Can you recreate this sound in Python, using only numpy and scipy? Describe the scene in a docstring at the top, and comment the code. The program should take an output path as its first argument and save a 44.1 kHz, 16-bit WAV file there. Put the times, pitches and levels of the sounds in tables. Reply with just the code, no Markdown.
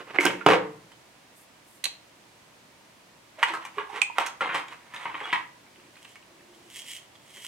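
"""A craft table in a small sewing room, heard from a camera standing on it.
Things slide and knock onto the table, one lands and rocks to rest, and a catch snaps in two stages.
A metal tin of pencils is carried in from the right and set down; fingers then rustle among the pencils.
Blows are bursts of tiny contacts passed through the resonances of the struck thing, with partials ringing on.
Slides are uneven clicks over hiss, squeaks are wavering tones; room echoes and quiet air surround it all."""
import sys
import numpy as np
from scipy import signal
from scipy.fft import rfft, irfft
from scipy.io import wavfile
from scipy.ndimage import uniform_filter1d

SR = 44100
rng = np.random.default_rng(int(sys.argv[2]) if len(sys.argv) > 2 else 0)


def generate_wav(signal):
    """Clip the signal to [-1, 1] and save it as 16-bit WAV at the path in sys.argv[1]."""
    frames = np.transpose(np.atleast_2d(signal))
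    scaled = np.clip(frames, -1, 1) * 32767
    pcm = np.round(scaled).astype(np.int16)
    wavfile.write(sys.argv[1], SR, pcm)


N = 329576
TIME = np.arange(N) / SR

# room air, its tone colour: (frequency [Hz], relative level per Hz [dB])
AIR_COLOUR = [(15, -58), (25, -17.5), (86, -7), (113, -5), (144, -2), (331, -0.5), (421, -4.5), (631, -2.5),
              (848, -6), (919, -3), (1300, -8), (2230, -8), (4380, -13.5), (8810, -18.5), (15500, -28.5)]
# something light slides over the table: (time [s], length [s], level [dB])
TABLE_SLIDE = [(0, 0.0096, -42.5), (.175, 0.14, -33)]
# things put down on the table: (time [s], level [dB], ring pitch [Hz], ring boost [dB],
# thud [dB], tick [dB], rattle [s], left minus right [dB])
KNOCKS = [ (0.159, -39.5, 2000, 19.5, -19, 3.5, 0.0037, -11),
          (0.185, -14, 2150, 44.5, -22.5, -19.5, 0.0038, -13.5),
          (0.187, -21.5, 360, 26, 2.5, 1.5, 0.00097, -2.5), (0.202, -21, 2130, 13.5, -28, 17.5, 0.057, -2),
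          (0.253, -18.5, 1570, 13, 12.5, 24, 0.0031, -13),
          (0.264, -18.5, 2940, 17.5, 8.5, 13.5, 0.0083, -1.5), (0.287, -25.5, 182, 14, 14, -8, 0.03, -1),
          (0.409, -34.5, 1450, 13, -43, -23, 0.0098, -12)]
# broad tone colour of the struck table: (frequency [Hz], level [dB])
TABLE_BODY = [(40, -44), (80, -36), (115, -18.5), (185, -13), (250, -19), (320, -4), (450, -6.5), (600, -9),
              (880, -6), (1600, -7.5), (2800, -13), (4500, -30), (8000, -39), (15000, -53.5)]
# what rings on in the table: (frequency [Hz], level [dB], time to fade by 60 dB [s])
TABLE_MODES = [(120, -25, .4), (192.5, -5, 0.33), (297, 3, 0.22), (328.4, 3, 0.12), (329, -3, 0.28),
               (445.2, 6.5, 0.296), (450, -32.5, 0.41), (506, -7.5, 0.276), (553, -8.5, 0.38),
               (694, -10, 0.26), (900, -24.5, 0.47), (923, -4, 0.395), (1047, -13, 0.56), (1120, -21, 0.42),
               (1170, -22, 0.32), (1567, -9.5, .25), (1790, -5.5, 0.23), (2066, -6, 0.2), (2056, -15, 0.58),
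               (2203, -11, 0.38), (2740, -25.5, 0.33), (2910, -17.5, 0.17)]
# a pencil touches another lightly: (time [s], level [dB], ring pitch [Hz])
PENCIL_TICKS = [(0.918, -51, 3150), (4.682, -44.5, 3300), (5.967, -51, 2550), (6.048, -45.5, 2750),
                (6.157, -46.5, 2210), (6.773, -55, 2980), (7.154, -52.5, 3340), (7.316, -58, 3100),
                (7.368, -49, 2010), (7.446, -46.5, 3100)]
# fingers brush over things: (time [s], length [s], level [dB])
BRUSH = [(1.37, .045, -59), (1.68, 0.096, -62)]
# tone colour of the brushing: (frequency [Hz], level [dB])
BRUSH_COLOUR = [(1000, -29), (4000, -22), (8500, 2), (13000, -2.5), (16000, -13)]
# a catch that snaps in two stages: (time [s], level [dB], ring pitch [Hz], ring boost [dB],
# thud [dB], tick [dB], rattle [s], left minus right [dB])
SNAPS = [ (1.8393, -36, 1996, 13, -16, -15, 0.0027, -26), (1.8418, -26, 4200, 3, -13, 1, 0.0035, -5.5),
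         (1.8555, -25.5, 2720, 2, -13.5, -11, 0.0014, -32), (1.8594, -37, 2940, 8, 1, 4, 0.00096, 10),
         (1.8645, -37, 2500, 12, 10.5, -13, 0.004, -18)]
# broad tone colour of the catch: (frequency [Hz], level [dB])
SNAP_BODY = [(200, -26), (400, -17.5), (1000, -11), (1400, -16), (2550, -6), (3600, -10), (4100, 0.5),
             (5000, -22.5), (6600, -10.5), (10000, -17), (11000, -14), (13000, -27), (15000, -34)]
# the tin's bottom drones as it is rubbed or nudged: (time [s], length [s], level [dB], pitch [Hz])
DRAG = [(3.389, 0.033, -46, 620), (3.504, 0.055, -43.5, 345), (3.777, 0.013, -37.5, 414),
        (3.933, 0.062, -46.5, 425), (5.782, 0.12, -60.5, 330), (6.277, 0.43, -61.5, 349),
        (7.366, 0.027, -52.5, 357)]
# the pencils slide along the tin's wall: (time [s], length [s], level [dB])
PENCIL_SLIDE = [(3.405, 0.024, -42), (3.465, 0.046, -34.5), (3.6, 0.078, -48), (3.78, 0.025, -42.5),
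                (3.965, 0.013, -34), (4.19, 0.079, -36.5), (4.56, 0.025, -32), (4.72, 0.023, -46),
                (4.81, 0.12, -58.5), (4.93, 0.49, -45)]
# pencils swing against the wall of the carried tin: (time [s], level [dB], ring pitch [Hz],
# ring boost [dB], thud [dB], tick [dB], rattle [s], left minus right [dB])
CLINKS = [ (3.429, -16.5, 850, 7.9, -8, -6, 0.0031, -3.5), (3.432, -19.5, 1810, 9, -18, 6, 0.0066, -2),
          (3.537, -25.5, 1280, 17, 7, 7, 0.022, -3), (3.651, -35, 1010, 11, -6, 11.5, 0.0093, 1),
          (3.782, -24, 1150, 9.7, 4.5, -13, 0.029, -4.5), (3.891, -34, 826, 22, -3, 7.5, 0.048, -10),
          (4.017, -17, 2420, 51, -6, 27.5, 0.00089, -34), (4.019, -20, 2540, 40, -7, 24.5, 0.0018, -12),
          (4.021, -33, 826, 28, -9, 13, 0.0025, -10), (4.099, -34.5, 940, 63, 10, -5, 0.0008, -18),
          (4.1835, -18, 820, 17, 8, 6, 0.0016, -5), (4.186, -26, 1280, 14, 7, 4, 0.0015, -5),
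          (4.198, -23.5, 980, 8.9, 3.5, 3, 0.014, -2), (4.263, -30, 940, 1.4, -24, 13.5, 0.014, -5)]
# broad tone colour of the struck tin: (frequency [Hz], level [dB])
TIN_BODY = [(40, -58), (110, -35.5), (220, -32.5), (350, -15), (620, -12.5), (820, -4), (980, 1),
            (1400, -5.5), (2100, -3), (3200, -10.5), (4200, -21), (4900, -26.5), (8500, -28), (15000, -48)]
# what rings on in the tin: (frequency [Hz], level [dB], time to fade by 60 dB [s])
TIN_MODES = [(426, -1.5, 0.3), (862, 1, 0.19), (940, 2, 0.38), (964, 13.5, 0.38), (1170, -39, 0.19),
             (1264, -17, .3), (1510, -17, .25), (1670, -26, 0.22), (1794, -4, 0.63), (2050, 21, 0.21),
             (2190, -32, 0.32), (2300, -1, 0.27), (2600, -10, 0.18), (2870, 32, 0.087), (2880, -17, 0.44),
             (3200, -15, 0.15), (3380, -4, 0.091), (3560, -14, 0.13)]
# the bunch of pencils is jolted in the standing tin: (time [s], level [dB], ring pitch [Hz],
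# thud [dB], tick [dB], rattle [s])
RATTLES = [ (4.408, -23, 1390, 10, -4, 0.0045), (4.418, -21.5, 1230, 10.5, -7, 0.063),
           (4.491, -24.5, 1450, -2, -29, 0.052), (4.545, -22.5, 910, 11, 2.5, 0.023),
           (4.938, -33, 1250, -5, 4.5, 0.065), (5.054, -27.5, 940, 2.5, -21, 0.018),
           (5.095, -34.5, 930, 1, -20, 0.023), (5.143, -30, 2300, -2, -27, 0.018),
           (5.212, -33, 840, 14.5, -27, 0.013), (5.272, -34.5, 3380, 11, -4, 0.025),
           (5.328, -17, 970, -17, -8.5, 0.022)]
# fingers stir loose pencils: (time [s], length [s], level of a typical clack [dB])
STIRS = [(4.96, .47, -43), (5.659, 0.83, -60.5)]
# a pencil squeaks on the metal: (time [s], length [s], pitch [Hz], level [dB])
SQUEAKS = [(5.027, 0.019, 3420, -47), (5.235, 0.028, 3330, -35.5)]
# fingers rustle among the pencils: (time [s], length [s], level [dB])
RUSTLE = [(5.98, 0.14, -61), (6.53, .2, -64.5), (6.775, 0.031, -43.5), (6.875, 0.088, -43),
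          (7.275, 0.0073, -58), (7.37, 0.17, -46)]
# tone colour of the rustling: (frequency [Hz], level [dB])
RUSTLE_COLOUR = [(590, -47), (1000, -32), (1380, -27), (1640, -15.5), (1790, -4), (2110, 1), (2420, -5),
                 (3180, 7), (3570, -5.5), (4490, -12), (5340, -8), (6050, -8), (8340, -4.5), (15500, -21.5)]
# how the room's echo dies away: (frequency [Hz], time to fade by 60 dB [s], level [dB])
ROOM_DECAY = [(120, 0.77, 3), (400, 0.39, 3.5), (1200, 0.42, 0), (2830, 0.34, 0.5), (8000, 0.25, 2),
              (14000, 0.15, 1.5)]
# difference between the two microphones: (frequency [Hz], gain of the difference [dB])
WIDTH = [(100, 1.5), (300, -1.5), (600, 1.5), (1200, 1.5), (2500, -4), (4500, 5), (8000, -2), (15000, 0)]


def undb(db):
    """Turn decibels into a plain gain."""
    return 10 ** (np.asarray(db) / 20)


def unit(x):
    """Scale to energy 1."""
    return x / np.sqrt(np.sum(x ** 2))


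def at_hz(points, hz):
    """Read (frequency, value) points on a log-frequency axis."""
    point_hz, value = np.transpose(points)
    return np.interp(np.log(np.maximum(hz, 1)), np.log(point_hz), value)


def colour(x, points):
    """Give a full-length sound a tone colour and scale it to rms 1."""
    gain = undb(at_hz(points, np.fft.rfftfreq(N, 1 / SR)))
    shaped = irfft(rfft(x) * gain, N)
    return shaped / np.std(shaped)


def walk(rate):
    """Wander at random in joined slopes, aiming anew `rate` times a second; spread near 1."""
    step = int(SR / rate)
    stairs = np.repeat(rng.standard_normal(N // step + 1), step)
    return 1.2 * uniform_filter1d(stairs, step)[:N]


def causal(gain):
    """The most compact response that starts at the blow and has this gain at each frequency."""
    cepstrum = irfft(np.log(gain))
    half = len(cepstrum) // 2
    # folding the second half onto the first keeps the response from starting early
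    folded = np.r_[cepstrum[0], 2 * cepstrum[1:half], np.zeros(half)]
    return irfft(np.exp(rfft(folded)))


def place(x, pan_db):
    """Share a sound between left and right; pan is left minus right."""
    gains = undb(np.array([[pan_db], [-pan_db]]) / 2)
    return np.sqrt(2) * unit(gains) * x


def two_ears(mid, side, apart_hz):
    """Two noises as sound from all around: alike in the bass, ever less alike in the treble."""
    f = np.fft.rfftfreq(len(side), 1 / SR)
    side = irfft(rfft(side) * f / np.hypot(f, apart_hz), len(side))
    return np.array([mid + side, mid - side])


def strokes(rows, attack_s, release_s):
    """Each stroke swells, holds and dies away; attack and release are the times for 20 dB."""
    gain = np.zeros(N)
    for start_s, length_s, db in rows:
        before = np.maximum(start_s - TIME, 0) / attack_s
        after = np.maximum(TIME - start_s - length_s, 0) / release_s
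        gain = np.maximum(gain, undb(db - 20 * np.minimum(before + after, 10)))
    return gain


def friction(gain, body, grain_rate, grain_db, smooth, jerk_db, pan_db):
    """Sliding surfaces catch and slip in tiny uneven clicks (grain_rate a second) over a smooth hiss."""
    clicks = (rng.random(N) < grain_rate / SR) * rng.standard_normal(N)
    slips = clicks * undb(grain_db * np.clip(rng.standard_normal(N), -2, 2))
    jerks = undb(jerk_db * np.clip(walk(60), -1, 1))
    force = (slips / np.std(slips) + smooth * rng.standard_normal(N)) * jerks
    return place(colour(force, body) * gain, pan_db)


def ringing(modes, t, favour):
    """Decaying partials of a struck thing, each as strong as the blow favours it; energy 1."""
    hz, db, t60 = np.transpose(modes)[:, :, None]
    decay = np.exp(-np.log(1000) * t / t60)
    partials = np.sin(2 * np.pi * (hz * t + rng.random(hz.shape))) * decay
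    return unit(np.sum(undb(db + at_hz(favour, hz)) / np.sqrt(t60) * partials, axis=0))


def blows(rows, body, modes, modes_db, chatter_db, chatter_rate, ring_q, thud_hz, tick_hz, patchy_db,
          size=16384):
    """Each blow is one contact and a dying chatter; the spot that is hit favours one resonance."""
    out = np.zeros((2, N + size))
    t, f = np.arange(size) / SR, np.fft.rfftfreq(size, 1 / SR) + 1
    for start_s, db, hz, ring_db, thud_db, tick_db, rattle_s, pan_db in rows:
        settle = np.exp(-t / max(rattle_s, 1e-4))
        rebounds = rng.standard_normal(size) * (rng.random(size) < chatter_rate / SR)
        rebounds += 0.098 * rng.standard_normal(size)
        # a clean hit is mostly first contact, a loose one mostly rebounds
        looseness = rattle_s / (rattle_s + 0.0013)
        force = undb(chatter_db) * looseness * unit(rebounds * settle)
        force[0] += 1
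        # heavy blows move the whole body, hard ones add a bright tick
        heavy_db = thud_db / (1 + (f / thud_hz) ** 4)
        hard_db = tick_db / (1 + (tick_hz / f) ** 6)
        resonance = 1 + (undb(ring_db) - 1) / np.sqrt(1 + (ring_q * (f / hz - hz / f)) ** 2)
        # every blow has small peaks and dips of its own
        spot_db = patchy_db * np.interp(f, np.linspace(0, SR / 2, 200), rng.standard_normal(200))
        response = causal(resonance * undb(at_hz(body, f) + heavy_db + hard_db + spot_db))
        sound = unit(irfft(rfft(force) * rfft(response)))
        if len(modes):
            # partials build up while the chatter lasts; a blow spent in one resonance leaves them less
            partials = ringing(modes, t, np.c_[f, heavy_db / 2])
            sound += undb(modes_db - 0.23 * ring_db) * partials * (1 - settle)
        start = max(int(start_s * SR), 0)
        # the root makes 0 dB mean rms 1 over 10 ms, before the partials
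        out[:, start:start + size] += place(sound, pan_db) * undb(db) * np.sqrt(SR / 100)
    return out[:, :N]


def air(level_db=-57.5, hum_hz=116.0, hum_db=-73):
    """Quiet room noise that swells slightly and slowly, with a faint mains hum."""
    mid = colour(rng.standard_normal(N), AIR_COLOUR)
    side = 0.89 * colour(rng.standard_normal(N), AIR_COLOUR)
    noise = two_ears(mid, side, 470)
    swell = undb(.25 * walk(2))
    hum = undb(hum_db) * np.sin(2 * np.pi * hum_hz * TIME)
    return place(noise * swell * undb(level_db), -1.3) + hum


def table_slide():
    """A light thing rubs over the table, coloured by the table's body."""
    return friction(strokes(TABLE_SLIDE, attack_s=.11, release_s=0.035), TABLE_BODY, grain_rate=1900,
                    grain_db=-0.5, smooth=0.98, jerk_db=7.5, pan_db=-5.0)


def table_blows():
    """Knocks, the heavy landing and the tin's jolts all shake the same table."""
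    return blows(KNOCKS + landing() + jolts(), TABLE_BODY, TABLE_MODES, modes_db=-4, chatter_db=14.5,
                 chatter_rate=1200, ring_q=11.5, thud_hz=600, tick_hz=4680, patchy_db=1)


def landing(start_s=0.463, count=3, gap_s=.0238, rock_db=-12, loss_db=2.2):
    """A heavy blow, then evenly spaced rebounds as the thing rocks, each weaker than the last."""
    # same columns as the knocks
    rows = [(start_s, -9, 870, 6, 6.5, 2, 0.01006, -3.5)]
    for k in range(count):
        rows.append((start_s + (k + 1) * gap_s, rock_db - k * loss_db, 485, 13, -1, 2, 0.02, -2))
    return rows


def tin_blows():
    """Pencils strike the tin's wall or each other, singly."""
    return blows(CLINKS + ticks() + stirs(), TIN_BODY, TIN_MODES, modes_db=-7.0, chatter_db=20.5,
                 chatter_rate=1400, ring_q=13.6, thud_hz=734, tick_hz=4500, patchy_db=3.5)


def ticks(ring_db=14, thud_db=-10, tick_db=10, rattle_s=0.0057, pan_db=-4):
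    """Light touches between pencils are short, thin and bright."""
    return [(start_s, db, hz, ring_db, thud_db, tick_db, rattle_s, pan_db)
            for start_s, db, hz in PENCIL_TICKS]


def brush():
    """Fingers brushing over things make a dense, high hiss."""
    return friction(strokes(BRUSH, attack_s=0.042, release_s=.06), BRUSH_COLOUR, grain_rate=8400,
                    grain_db=7.0, smooth=2.5, jerk_db=2.0, pan_db=-3.0)


def snap():
    """A catch snaps in two stages: groups of short, bright clicks with no long partials."""
    return blows(SNAPS, SNAP_BODY, [], modes_db=0, chatter_db=7, chatter_rate=3500, ring_q=9,
                 thud_hz=1410, tick_hz=5540, patchy_db=1.5)


def drag(q=12, pan_db=-2):
    """Friction rings the lowest resonance of the tin's bottom; the grip shifts its pitch."""
    out = 0
    for start_s, length_s, db, hz in DRAG:
        drone = signal.lfilter(*signal.iirpeak(hz, q, fs=SR), rng.standard_normal(N))
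        stroke = strokes([(start_s, length_s, db)], attack_s=0.0083, release_s=0.015)
        out = out + drone / np.std(drone) * stroke
    return place(out, pan_db)


def pencil_slide():
    """Pencils rub along the tin's wall, coloured by the tin's body."""
    return friction(strokes(PENCIL_SLIDE, attack_s=0.056, release_s=0.05), TIN_BODY, grain_rate=960,
                    grain_db=0.0, smooth=1.0, jerk_db=3.5, pan_db=-5.0)


def tin_rattles(ring_db=9, pan_db=0.0):
    """Jolts of the whole bunch are loose blows on the tin from straight ahead."""
    rows = [(start_s, db, hz, ring_db, thud_db, tick_db, rattle_s, pan_db)
            for start_s, db, hz, thud_db, tick_db, rattle_s in RATTLES]
    return blows(rows, TIN_BODY, TIN_MODES, modes_db=-14, chatter_db=14.0, chatter_rate=550, ring_q=29,
                 thud_hz=720, tick_hz=4660, patchy_db=3.5)


def jolts(pass_db=-21.5, thud_share=0.14, hz=121, ring_db=6, bass_db=27, hard_db=-8, settle_s=0.0047,
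          pan_db=1):
    """The standing tin passes each rattle into the table as a soft thud, more for a heavy rattle."""
    return [(start_s, db + pass_db + thud_share * thud_db, hz, ring_db, bass_db, hard_db, settle_s, pan_db)
            for start_s, db, _, thud_db, _, _ in RATTLES]


def stirs(centre_hz=2300, spread_octaves=0.473, scatter_db=3, ring_db=24, thud_db=-6, tick_db=0,
          rattle_s=0.0014, pan_db=-2, count=12):
    """Stirred pencils clack at chance moments, each at a pitch of its own."""
    rows = []
    for start_s, length_s, db in STIRS:
        moments = start_s + length_s * rng.random(count)
        for moment, (force, pitch) in zip(moments, rng.standard_normal((count, 2))):
            hz = centre_hz * 2 ** (spread_octaves * pitch)
            rows.append((moment, db + scatter_db * force, hz, ring_db, thud_db, tick_db, rattle_s, pan_db))
    return rows


def squeaks(waver=0.014):
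    """Lacquer sticks and slips on metal: a short unsteady whistle."""
    out = 0
    for start_s, length_s, hz, db in SQUEAKS:
        swell = np.sin(np.pi * np.clip((TIME - start_s) / length_s, 0, 1))
        pitch_hz = hz * (1 + waver * walk(500))
        out = out + undb(db) * swell * np.sin(2 * np.pi * np.cumsum(pitch_hz) / SR)
    return place(out, -1)


def rustle():
    """Fingers among the pencils make very uneven little clicks over hiss."""
    return friction(strokes(RUSTLE, attack_s=0.12, release_s=0.075), RUSTLE_COLOUR, grain_rate=1600,
                    grain_db=10, smooth=1.0, jerk_db=2.5, pan_db=-3.0)


def room(dry, wet_db=-7, early_db=-9, early_s=0.015, gap_s=0.0019, size=32768):
    """Direct sound, quick echoes off the cluttered table, then the tail of the small room."""
    t, f = np.arange(size) / SR, np.fft.rfftfreq(size, 1 / SR)
    field = rfft(two_ears(*rng.standard_normal((2, size)), 970))
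    centres_hz = np.array(ROOM_DECAY)[:, 0]
    tail = 0
    # each band overlaps its neighbours and fades at its own speed
    for share, (_, t60, db) in zip(np.eye(len(ROOM_DECAY)), ROOM_DECAY):
        band = at_hz(np.c_[centres_hz, share], f)
        tail = tail + undb(db) * irfft(field * band) * np.exp(-np.log(1000) * t / t60)
    tail = tail * np.clip(t / gap_s - 1, 0, 1)  # silent for gap_s, full after twice that
    early = two_ears(*rng.standard_normal((2, size)), 1100) * t * np.exp(-2 * t / early_s)
    response = np.sqrt(2) * (undb(wet_db) * unit(tail) + undb(early_db) * unit(early))
    return dry + signal.fftconvolve(dry.mean(axis=0)[None], response, axes=1)[:, :N]


def microphones(x, lag_s=.00009, blur_hz=2800):
    """The left microphone hears everything slightly later than the right; the camera body blurs that in the
    treble."""
    f = np.fft.rfftfreq(N, 1 / SR)
    left, right = rfft(x)
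    # one lag serves the whole scene and shrinks toward the treble
    left = left * np.exp(-2j * np.pi * f * lag_s / (1 + (f / blur_hz) ** 2))
    mid = (left + right) / 2
    side = (left - right) / 2 * undb(at_hz(WIDTH, f))
    return irfft(np.array([mid + side, mid - side]), N)


def scene():
    """Table, catch, tin and fingers sound in one room, with the air added after the microphones."""
    table = table_slide() + table_blows()
    tin = tin_blows() + tin_rattles() + pencil_slide() + drag() + squeaks()
    fingers = brush() + rustle()
    return microphones(room(table + snap() + tin + fingers)) + air()


def record(dry, top_hz=15850):
    """The camera cannot pass full scale and cuts the top of the treble."""
    low_pass = signal.ellip(10, .1, 80, top_hz, fs=SR, output="sos")
    return signal.sosfilt(low_pass, np.clip(dry, -1, 1))


dry = scene()
out = record(dry)
generate_wav(out)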